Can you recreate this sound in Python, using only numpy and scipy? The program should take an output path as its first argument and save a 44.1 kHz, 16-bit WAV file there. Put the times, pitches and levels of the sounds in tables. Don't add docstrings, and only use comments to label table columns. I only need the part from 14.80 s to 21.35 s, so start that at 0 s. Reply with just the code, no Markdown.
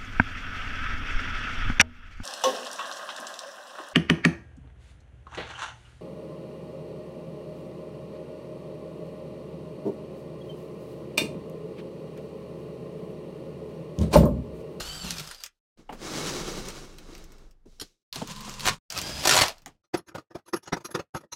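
import sys
import numpy as np
from scipy import signal
from scipy.fft import rfft, irfft, next_fast_len
from scipy.io import wavfile
from scipy.ndimage import uniform_filter1d, map_coordinates

SR = 44100
rng = np.random.default_rng(int(sys.argv[2]) if len(sys.argv) > 2 else 0)


def wav_out(sig):
    wavfile.write(sys.argv[1], SR, np.round(np.clip(np.atleast_2d(sig).T, -1, 1) * 32767).astype(np.int16))


N = 288855
TIME = np.arange(N) / SR

# (time [s], level [dB])
SWAY_CURVES = [
    [(0, -49), (0.42, -65.5), (0.55, -57), (0.8, -93)],
    [(0.97, -63), (1.18, -48), (1.3, -56), (1.7, -42.5), (2.0, -48.5), (2.65, -47), (2.8, -61.5),
     (2.92, -51.5), (3.05, -58), (3.2, -95)],
    [(3.33, -60.5), (3.5, -53.5), (3.88, -45.5), (3.99, -57.5)],
    [(4.1, -71.5), (4.33, -55.5), (4.85, -60), (5.0, -81)],
]
# (frequency [Hz], time to fall 60 dB [s])
ROOM_DECAY = [(200, 0.059), (2000, 0.11), (10000, 0.054)]

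# (time [s], strength [dB], brightness [dB], nominal time to fall 60 dB [s])
KNOCK_EVENTS = [(0.989, -44.5, -24, .06), (1.092, -36, 0, 0.16), (1.124, -28, -16.5, 0.11),
                (2.285, -40, -22, 0.089), (2.62, -55, -20, .1), (2.856, -40, -32, .11),
                (2.92, -57, -28, 0.11), (2.99, -51, -18.5, .07), (3.012, -36, -12, 0.1),
                (3.358, -37, -7.5, 0.23), (3.417, -25.5, -10.5, .1), (3.677, -33.5, -10.5, 0.094),
                (4.861, -42.5, -0.5, 0.16)]
# (frequency [Hz], width [Hz], level [dB])
BENCH_TOP_MODES = [(85.6, 21, 0.5), (166, 152, -1.5), (287, 100, 1), (476, 150, -4.5)]
# (frequency [Hz], width [Hz], level [dB])
HARD_EDGE_MODES = [(660, 110, -2), (860, 130, 0), (1200, 300, -12), (1900, 600, -20), (3000, 300, -17)]

# (time [s], grind level [dB])
DRAG_CURVES = [
    [(0.972, -68), (1.0, -68), (1.08, -75.5), (1.17, -63.5), (1.23, -46.5), (1.29, -43), (1.42, -39.5),
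     (1.48, -38), (1.52, -42), (1.83, -45), (1.9, -48), (2.04, -52.5), (2.11, -60.5), (2.28, -59.5),
     (2.36, -56), (2.44, -62.5), (2.68, -69), (2.74, -85), (2.85, -92)],
    [(2.855, -89), (2.93, -84), (2.99, -86), (3.04, -73), (3.1, -85), (3.232, -106)],
]
# (frequency [Hz], relative level per hertz [dB])
WOOD_COLOUR = [(29, -38), (50, -8), (108, -7.5), (148, 2.5), (277, -3.5), (329, 1), (694, -14), (746, -12),
               (1020, -14), (1150, -10.5), (1620, -16.5), (2210, -22), (5950, -17), (14200, -38),
               (16000, -37)]
# (frequency [Hz], width [Hz], level [dB])
RATTLE_MODES = [(3890, 100, -4.5), (5560, 120, 2), (2205, 29, 2)]

# (time [s], strength [dB])
LEVER_DROPS = [(2.9984, -27.5), (3.012, -20)]
# (frequency [Hz], width [Hz], level [dB])
LEVER_MODES = [(1500, 400, -10), (3130, 120, -1), (4170, 250, -2), (4400, 150, -5), (4950, 150, -6),
               (5420, 60, 4), (6800, 300, -7), (7430, 250, -9), (9000, 1800, -14), (12400, 1500, -21)]

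# (time [s], strength [dB], steel over strength [dB], squeal over strength [dB])
CLANK_EVENTS = [(5.038, -67, -6, -23), (5.138, -14.5, -17, -38), (5.168, -36, -10, -0.5),
                (5.184, -36, -17, -31), (5.266, -56, -4.5, -5), (5.28, -40.5, -10, -13),
                (5.309, -43.5, -23, -38), (5.347, -24.5, -19, -46), (5.377, -29.5, -16, -37),
                (5.402, -57, -12, -25), (5.505, -41, -20, -40), (5.548, -26, -19.5, -27),
                (5.579, -46, -16, -39), (5.659, -55, -5, -6), (5.676, -45.5, -6, -1.5),
                (5.731, -16, -14.5, -18.5), (5.758, -33.5, -8.5, -1.5), (5.828, -51, -1.5, -4),
                (5.855, -54, 0, -30), (5.871, -35.5, -7.5, -22), (5.924, -13, -14, -35),
                (5.964, -28.5, -16, -37), (6.002, -42.5, -11, -28), (6.046, -34, -2, 2.5),
                (6.083, -38.5, -27, -37), (6.106, -38.5, -9.5, -1), (6.145, -18.5, -12, -21),
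                (6.169, -24.5, -41, -45), (6.19, -25.5, -13.5, -45), (6.344, -20.5, -19.5, -19),
                (6.36, -31.5, -9, -9), (6.384, -50, -16, -37.5), (6.403, -46.5, -12, -13),
                (6.432, -40, -27, -38), (6.521, -40, 3.5, -1)]
# (frequency [Hz], width [Hz], level [dB])
CASTING_MODES = [(54.6, 38, -15), (152, 33.4, -3), (348.4, 43, 3), (566, 80, -4), (633, 85, -6.5),
                 (770, 146, -10)]
# (frequency [Hz], width [Hz], level [dB])
JAW_MODES = [(942, 38, 0.5), (1240, 101, 0), (1465, 255, -7.5), (1790, 130, -10), (2005, 120, -11.5)]
# (frequency [Hz], width [Hz], level [dB])
HANDLE_BAR_MODES = [(2404, 190, -2), (2840, 220, -3), (3470, 200, -7), (4110, 130, -0.5), (4660, 220, -8.5),
                    (5420, 180, -1.5), (4380, 2900, -11.5), (8900, 3000, -22.5)]
# (frequency [Hz], width [Hz], level [dB])
SCREW_MODES = [(5700, 140, -3), (6545, 130, -0.5)]
# (frequency [Hz], width [Hz], level [dB])
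SQUEAL_MODES = [(10870, 390, 12), (11500, 180, 4), (11400, 330, -14), (14200, 630, -16)]

# (time [s], strength [dB])
TICK_EVENTS = [(0.0164, -36), (0.3069, -15), (0.3178, -27), (0.3835, -19), (0.3972, -20.5), (0.4744, -27.5),
               (0.512, -24), (0.5472, -29.5), (0.6058, -34), (0.637, -19.5), (0.6622, -27), (1.862, -38),
               (1.8863, -22.5), (1.9027, -29), (2.1845, -30.5), (2.337, -51), (2.351, -33), (2.3798, -37),
               (2.441, -38.5), (2.5202, -41.5), (2.5835, -47), (2.7107, -49.5), (3.3275, -21),
               (3.3476, -31), (3.3583, -18), (3.6947, -27), (3.7962, -20.5), (3.8068, -20.5), (4.1027, -20),
               (4.1231, -21), (4.1771, -15.5), (4.1877, -14), (4.216, -17), (4.6603, -19.5), (4.6825, -15),
               (4.7823, -41.5), (4.8198, -45), (4.8605, -28.5), (4.8782, -39.5)]
# (frequency [Hz], width [Hz], level [dB])
BIT_MODES = [(4420, 1000, 5.5), (6100, 2500, 2.5), (8900, 730, -2), (13100, 1500, -9)]
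# (frequency [Hz], width [Hz], level [dB])
BOLT_HEAD_MODES = [(1200, 350, -6.5), (2850, 1200, -3.5)]
# (time [s], strength [dB])
HAMMER_BLOWS = [(3.856, -14.5), (3.866, -12.5), (3.875, -8.5), (3.884, -9), (3.892, -15.5), (4.453, -7.5),
                (4.473, -3), (4.493, -2.5), (4.51, -3), (4.523, -5.5), (4.535, -6.5), (4.543, -8),
                (4.554, -7.5), (4.565, -5.5), (4.576, -6), (4.588, -4), (4.599, -12.5), (4.611, -7),
                (4.617, -2.5), (4.633, -17)]
# (frequency [Hz], width [Hz], level [dB])
ANVIL_MODES = [(742, 20, 2.5), (1095, 16, 4.5), (1330, 23, 4), (2460, 35, -11.5), (3090, 17, -10),
               (3470, 58, -8.5), (3990, 46, -4), (4530, 170, -6.5), (5550, 180, -8), (5980, 130, -7),
               (7030, 160, -3.5), (7800, 76, -8), (8310, 30, -16.5), (8950, 37, -22)]
# (frequency [Hz], width [Hz], level [dB])
CLATTER_MODES = [(75.3, 37, -8.5), (513, 350, -5.5), (844, 410, -1), (2450, 5370, -4.5), (5500, 7400, -4.5),
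                 (10950, 8700, -15.5)]

# (time [s], gear level [dB], bench drone level [dB])
DRIVER_RUNS = [
    [(0, -41, -37), (0.04, -47, -44.5), (0.2, -49, -48), (0.42, -50, -54.5), (0.53, -55.5, -69),
     (0.61, -64, -79), (0.66, -56.5, -71), (0.69, -82.5, -78), (0.79, -104, -99)],
    [(3.327, -58, -63), (3.345, -50.5, -65), (3.39, -43, -37), (3.46, -49, -49), (3.76, -46, -48.5),
     (3.825, -48, -46), (3.85, -38, -42.5), (3.87, -36, -29)],
    [(3.9, -44, -32), (3.94, -48, -50), (3.985, -67, -59)],
    [(4.1, -51.5, -64.5), (4.14, -49, -51), (4.24, -44, -40), (4.42, -45, -43.5), (4.44, -37.5, -42.5),
     (4.455, -36, -49)],
    [(4.63, -23.5, -40), (4.705, -40.5, -56.5), (4.75, -59.5, -72), (4.85, -77.5, -66), (4.9, -68, -61),
     (5.02, -104.5, -89.5)],
]
FAN_HISS = (4, 0.5, -2, 4.5, -3.5)
# (frequency [Hz], relative level per hertz [dB])
OUT_COLOUR = [(29, -32.5), (50, 19), (116, 1), (559, -1.5), (1150, -2.5), (1330, 0.5), (2210, -10),
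              (2950, -3), (4900, -1), (13200, -13.5), (16000, -23.5)]
# (frequency [Hz], relative level per hertz [dB])
FIRST_COLOUR = [(29, -37), (50, -14), (101, -1.5), (128, 8.5), (203, 2), (329, -18.5), (483, -9.5),
                (711, -19), (1020, -3.5), (1360, -12.5), (2270, -17), (2810, -13), (3580, -10.5),
                (7040, -11), (16000, -33)]
# (frequency [Hz], relative level per hertz [dB])
SECOND_COLOUR = [(29, -35), (50, 0.5), (155, -0.5), (428, -12.5), (646, -4), (1910, -13.5), (3250, -12),
                 (3760, -12.5), (5020, -9.5), (16000, -30.5)]
# (time [s], tooth rate [Hz], level [dB])
OUT_WHINE = [(0, 1385, -50), (.07, 1492, -49.5), (.13, 1550, -48), (.18, 1560, -48), (.24, 1480, -50),
             (.3, 1330, -52), (.375, 1180, -57)]
# (time [s], tooth rate [Hz], level [dB])
COAST_WHINE = [(.46, 1690, -65), (.54, 1665, -61), (.6, 1590, -58), (.635, 1510, -62)]
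# (time [s], tooth rate [Hz], level [dB])
IN_WHINE = [(4.22, 1590, -40), (4.29, 1637, -42), (4.44, 1686, -44.5)]
# (time [s], tooth rate [Hz], level [dB])
BITE_WHINE = [(4.156, 1310, -49), (4.17, 1266, -38), (4.19, 1400, -60)]
# (multiple of tooth rate [1], level [dB])
TOOTH_LINES = [
    [(1, -12.5), (2, -1.5), (3, 0.5), (5, -4)],
    [(2, -20), (3, 2.5)],
    [(1, -12.5), (2, -12.5), (3, -4)],
    [(1, -4.5), (2, -0.5)],
]
# (time [s], base rate [Hz], level [dB])
BOLT_DRONE = [(0.1, 143.4, -47.5), (0.2, 172.2, -50.5), (0.262, 190.2, -44.5), (0.42, 152.6, -42.5),
              (0.54, 170.6, -74)]
# (time [s], base rate [Hz], level [dB])
MOTOR_HUM = [(3.46, 189.4, -60), (3.512, 204.2, -50), (3.68, 209.4, -48), (3.73, 204, -59),
             (3.84, 193, -59)]


def amp(db):
    return 10 ** (np.asarray(db) / 20)


def unit(x):
    return x / np.sqrt(np.mean(x ** 2) + 1e-20)


def span(rows):
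    return slice(round(rows[0][0] * SR), round(rows[-1][0] * SR))


def along(points, hz):
    f, value = np.transpose(points)
    return np.interp(np.log(hz + 1), np.log(f + 1), value)


def gains(rows, column):
    rows = np.array(rows)
    return amp(np.interp(TIME[span(rows)], rows[:, 0], rows[:, column]))


def wobble(rate, size):
    knots = rng.standard_normal(int(size * rate / SR) + 9)
    return map_coordinates(knots, [np.arange(size) * rate / SR])


def filtered(x, response):
    padded = next_fast_len(len(x) + 8192)
    return irfft(rfft(x, padded) * response(np.fft.rfftfreq(padded, 1 / SR)), padded)[:len(x)]


def modes(table):
    def response(f):
        total = 0
        for k, (centre, width, db) in enumerate(table):
            peak = 1j * f * width / (centre * centre - f * f + 1j * f * width)
            total = total + (-1) ** k * amp(db) * peak
        return total
    return response


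def grit(depth_db, size):
    return unit(rng.standard_normal(size) * amp(depth_db * wobble(700, size)))


def three_bands(source, colour, edges_hz):
    def below(f, edge):
        return 1 / np.sqrt(1 + (f / edge) ** 8)

    def above(f, edge):
        return np.sqrt(1 - below(f, edge) ** 2)

    low_edge, high_edge = edges_hz
    parts = [lambda f: above(f, low_edge) * below(f, high_edge),
             lambda f: below(f, low_edge),
             lambda f: above(f, high_edge)]
    return [unit(filtered(source, lambda f: amp(along(colour, f)) * part(f))) for part in parts]


def rubbing(rows, colour, edges_hz, grit_db, flutter_db):
    out = np.zeros(N)
    size = len(out[span(rows)])
    bands = three_bands(grit(grit_db, size), colour, edges_hz)
    fade_in = np.clip(np.arange(size) / (.004 * SR), 0, 1)
    flutter = amp(flutter_db * wobble(28, size))
    mix = sum(gains(rows, k + 1) * band for k, band in enumerate(bands))
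    out[span(rows)] = fade_in * flutter * mix
    return out


def tone(rows, orders, waver_db):
    out = np.zeros(N)
    t = TIME[span(rows)]
    rate = np.interp(t, *np.transpose(rows)[:2])
    turns = np.cumsum(rate * (1 + .0075 * wobble(200, len(t)))) / SR
    lines = 0
    for multiple, db in orders:
        level = amp(db + waver_db * wobble(169.5, len(t)))
        lines = lines + level * np.sin(2 * np.pi * multiple * turns)
    out[span(rows)] = np.sqrt(2) * gains(rows, column=2) * lines
    return out


def contacts(s, db, rise, t60, body, scatter_db, snap_db=-99):
    size, lead = 8192, 512
    out = np.zeros(N + SR)
    t, hz = (np.arange(size) - lead) / SR, np.fft.rfftfreq(size, 1 / SR)
    for start, level_db, rise_s, t60_s in np.broadcast(s, db, np.abs(rise) + 1e-4, np.abs(t60) + 1e-3):
        struck = [(centre * (1 + 0.02 * rng.standard_normal()), width, level + scatter_db * rng.standard_normal())
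                  for centre, width, level in body]
        response = modes(struck)(hz)
        ring = unit(irfft(rfft(grit(2.2, size)) * response))
        snap = np.roll(irfft(response), lead) * (t >= 0) * amp(-60 * t / .04)
        late = np.hypot(t - rise_s, rise_s) - rise_s
        shape_db = np.where(t < rise_s, -14 * (1 - t / rise_s) ** 2, -60 * late / t60_s)
        hit = amp(level_db + shape_db) * ring
        hit = hit + amp(level_db + snap_db) * snap / np.abs(snap).max()
        out[round(start * SR):][:size] += hit
    return out[lead:][:N]


def sway():
    level = np.zeros(N)
    for rows in SWAY_CURVES:
        level[span(rows)] = gains(rows, column=1)
    steady = np.sqrt(2) * np.sin(2 * np.pi * 22.8 * TIME)
    loose = unit(filtered(rng.standard_normal(N), modes([(32, 9.5, 0)])))
    return uniform_filter1d(level, size=800) * (steady + 0.5 * loose)


def room(x):
    hz, t, noise = signal.stft(rng.standard_normal(SR // 3), SR, nperseg=256)
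    decay = amp(-60 * t / along(ROOM_DECAY, hz)[:, None])
    tail = signal.istft(noise * decay, SR, nperseg=256)[1]
    delayed = np.pad(x, (200, 0))
    return signal.fftconvolve(delayed, tail / np.linalg.norm(tail))[:N]


def knocks():
    s, db, bright_db, t60 = np.transpose(KNOCK_EVENTS)
    dull = contacts(s, db - 7, .005, t60, BENCH_TOP_MODES, scatter_db=2)
    bright = contacts(s, db + bright_db + 1.5, 0.002, 0.63 * t60, HARD_EDGE_MODES, scatter_db=0.74, snap_db=-5)
    return dull + bright


def drag():
    rumble_over_grind_db, rasp_over_grind_db = (3.5, 4.5), (0.5, 20.5)
    rumble_grows, rasp_grows = 0.88, 1.164
    rub = 0
    for curve, rumble_db, rasp_db in zip(DRAG_CURVES, rumble_over_grind_db, rasp_over_grind_db):
        rows = [(s, db,
                 rumble_db - 50 + rumble_grows * (db + 50),
                 rasp_db - 50 + rasp_grows * (db + 50)) for s, db in curve]
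        rub = rub + rubbing(rows, WOOD_COLOUR, (500, 2500), grit_db=1.25, flutter_db=1.34)
    return rub + amp(3.5) * filtered(rub, modes(RATTLE_MODES))


def lever():
    s, db = np.transpose(LEVER_DROPS)
    return contacts(s, db - 10.5, .0012, .045, LEVER_MODES, scatter_db=1, snap_db=-4)


def handle():
    s, db, steel_db, squeal_db = np.transpose(CLANK_EVENTS)
    parts = [(db - 9, CASTING_MODES),
             (db - 5 + 0.45 * steel_db, JAW_MODES),
             (db + steel_db - 5.5, HANDLE_BAR_MODES),
             (db - 2.5 + 1.63 * steel_db, SCREW_MODES),
             (db + squeal_db - 8.0, SQUEAL_MODES)]
    rise = 0.0076 * amp(-0.043 * (db + 30))
    metal = sum(contacts(s, level, rise, .047, body, scatter_db=3.5) for level, body in parts)
    thud = contacts(s, db - 18.5, rise, 0.095, BENCH_TOP_MODES, scatter_db=3.5)
    return metal + thud


def ticks():
    turn_from_s, turn_s, turn_db, turns = 3.4745, .0442, -29, 7
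    spinning = [(turn_from_s + k * turn_s, turn_db) for k in range(turns)]
    s, db = np.transpose(TICK_EVENTS + spinning)
    t60 = 0.023 * amp(1.2 * rng.standard_normal(len(s)))
    high = contacts(s, db - 13, 0.00026, t60, BIT_MODES, scatter_db=4, snap_db=11.5)
    low_db = -30 - 18 + 0.97 * (db + 30)
    return high + contacts(s, low_db, .001, 1.5 * t60, BOLT_HEAD_MODES, scatter_db=3, snap_db=4)


def hammer():
    s, db = np.transpose(HAMMER_BLOWS)
    t60_s = .042
    clatter = contacts(s, db - 11.0, 0.001, t60_s, CLATTER_MODES, scatter_db=1.0, snap_db=9.5)
    return clatter + contacts(s, db - 14, 0.00072, 0.8 * t60_s, ANVIL_MODES, scatter_db=7.5)


def driver():
    out = tone(BOLT_DRONE, [(0.98, -2)], waver_db=5.5)
    out += tone(MOTOR_HUM, [(1, -2.5), (5, -4.5), (19, -14.0)], waver_db=3.5)
    colours = (OUT_COLOUR, FIRST_COLOUR, FIRST_COLOUR, SECOND_COLOUR, SECOND_COLOUR)
    for run, hiss_db, colour in zip(DRIVER_RUNS, FAN_HISS, colours):
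        rows = [(s, gear_db, drone_db, gear_db + hiss_db) for s, gear_db, drone_db in run]
        out += rubbing(rows, colour, (400, 2500), grit_db=2, flutter_db=1.95)
    for rows, lines in zip((OUT_WHINE, COAST_WHINE, IN_WHINE, BITE_WHINE), TOOTH_LINES):
        out += tone(rows, lines, waver_db=4.5)
    return out


def scene():
    hits = ticks() + hammer() + lever()
    wet = amp(-8.0) * room(hits)
    handle_sound = handle()
    wet = wet + amp(-21.5) * room(handle_sound)
    first_bolt_ends, second_bolt_starts = DRIVER_RUNS[2][-1][0], DRIVER_RUNS[3][0][0]
    wet[round(first_bolt_ends * SR):round(second_bolt_starts * SR)] = 0
    return (hits + wet + handle_sound + driver() + drag() + knocks() + sway())[None]


def record(dry):
    band_limit_hz = 15900
    rounded = dry[0] / (1 + np.abs(dry[0] / .62) ** 4) ** (1 / 4)
    return filtered(rounded, lambda hz: .5 - .5 * np.tanh((hz - band_limit_hz) / 120))[None]


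dry = scene()
out = record(dry)
wav_out(out)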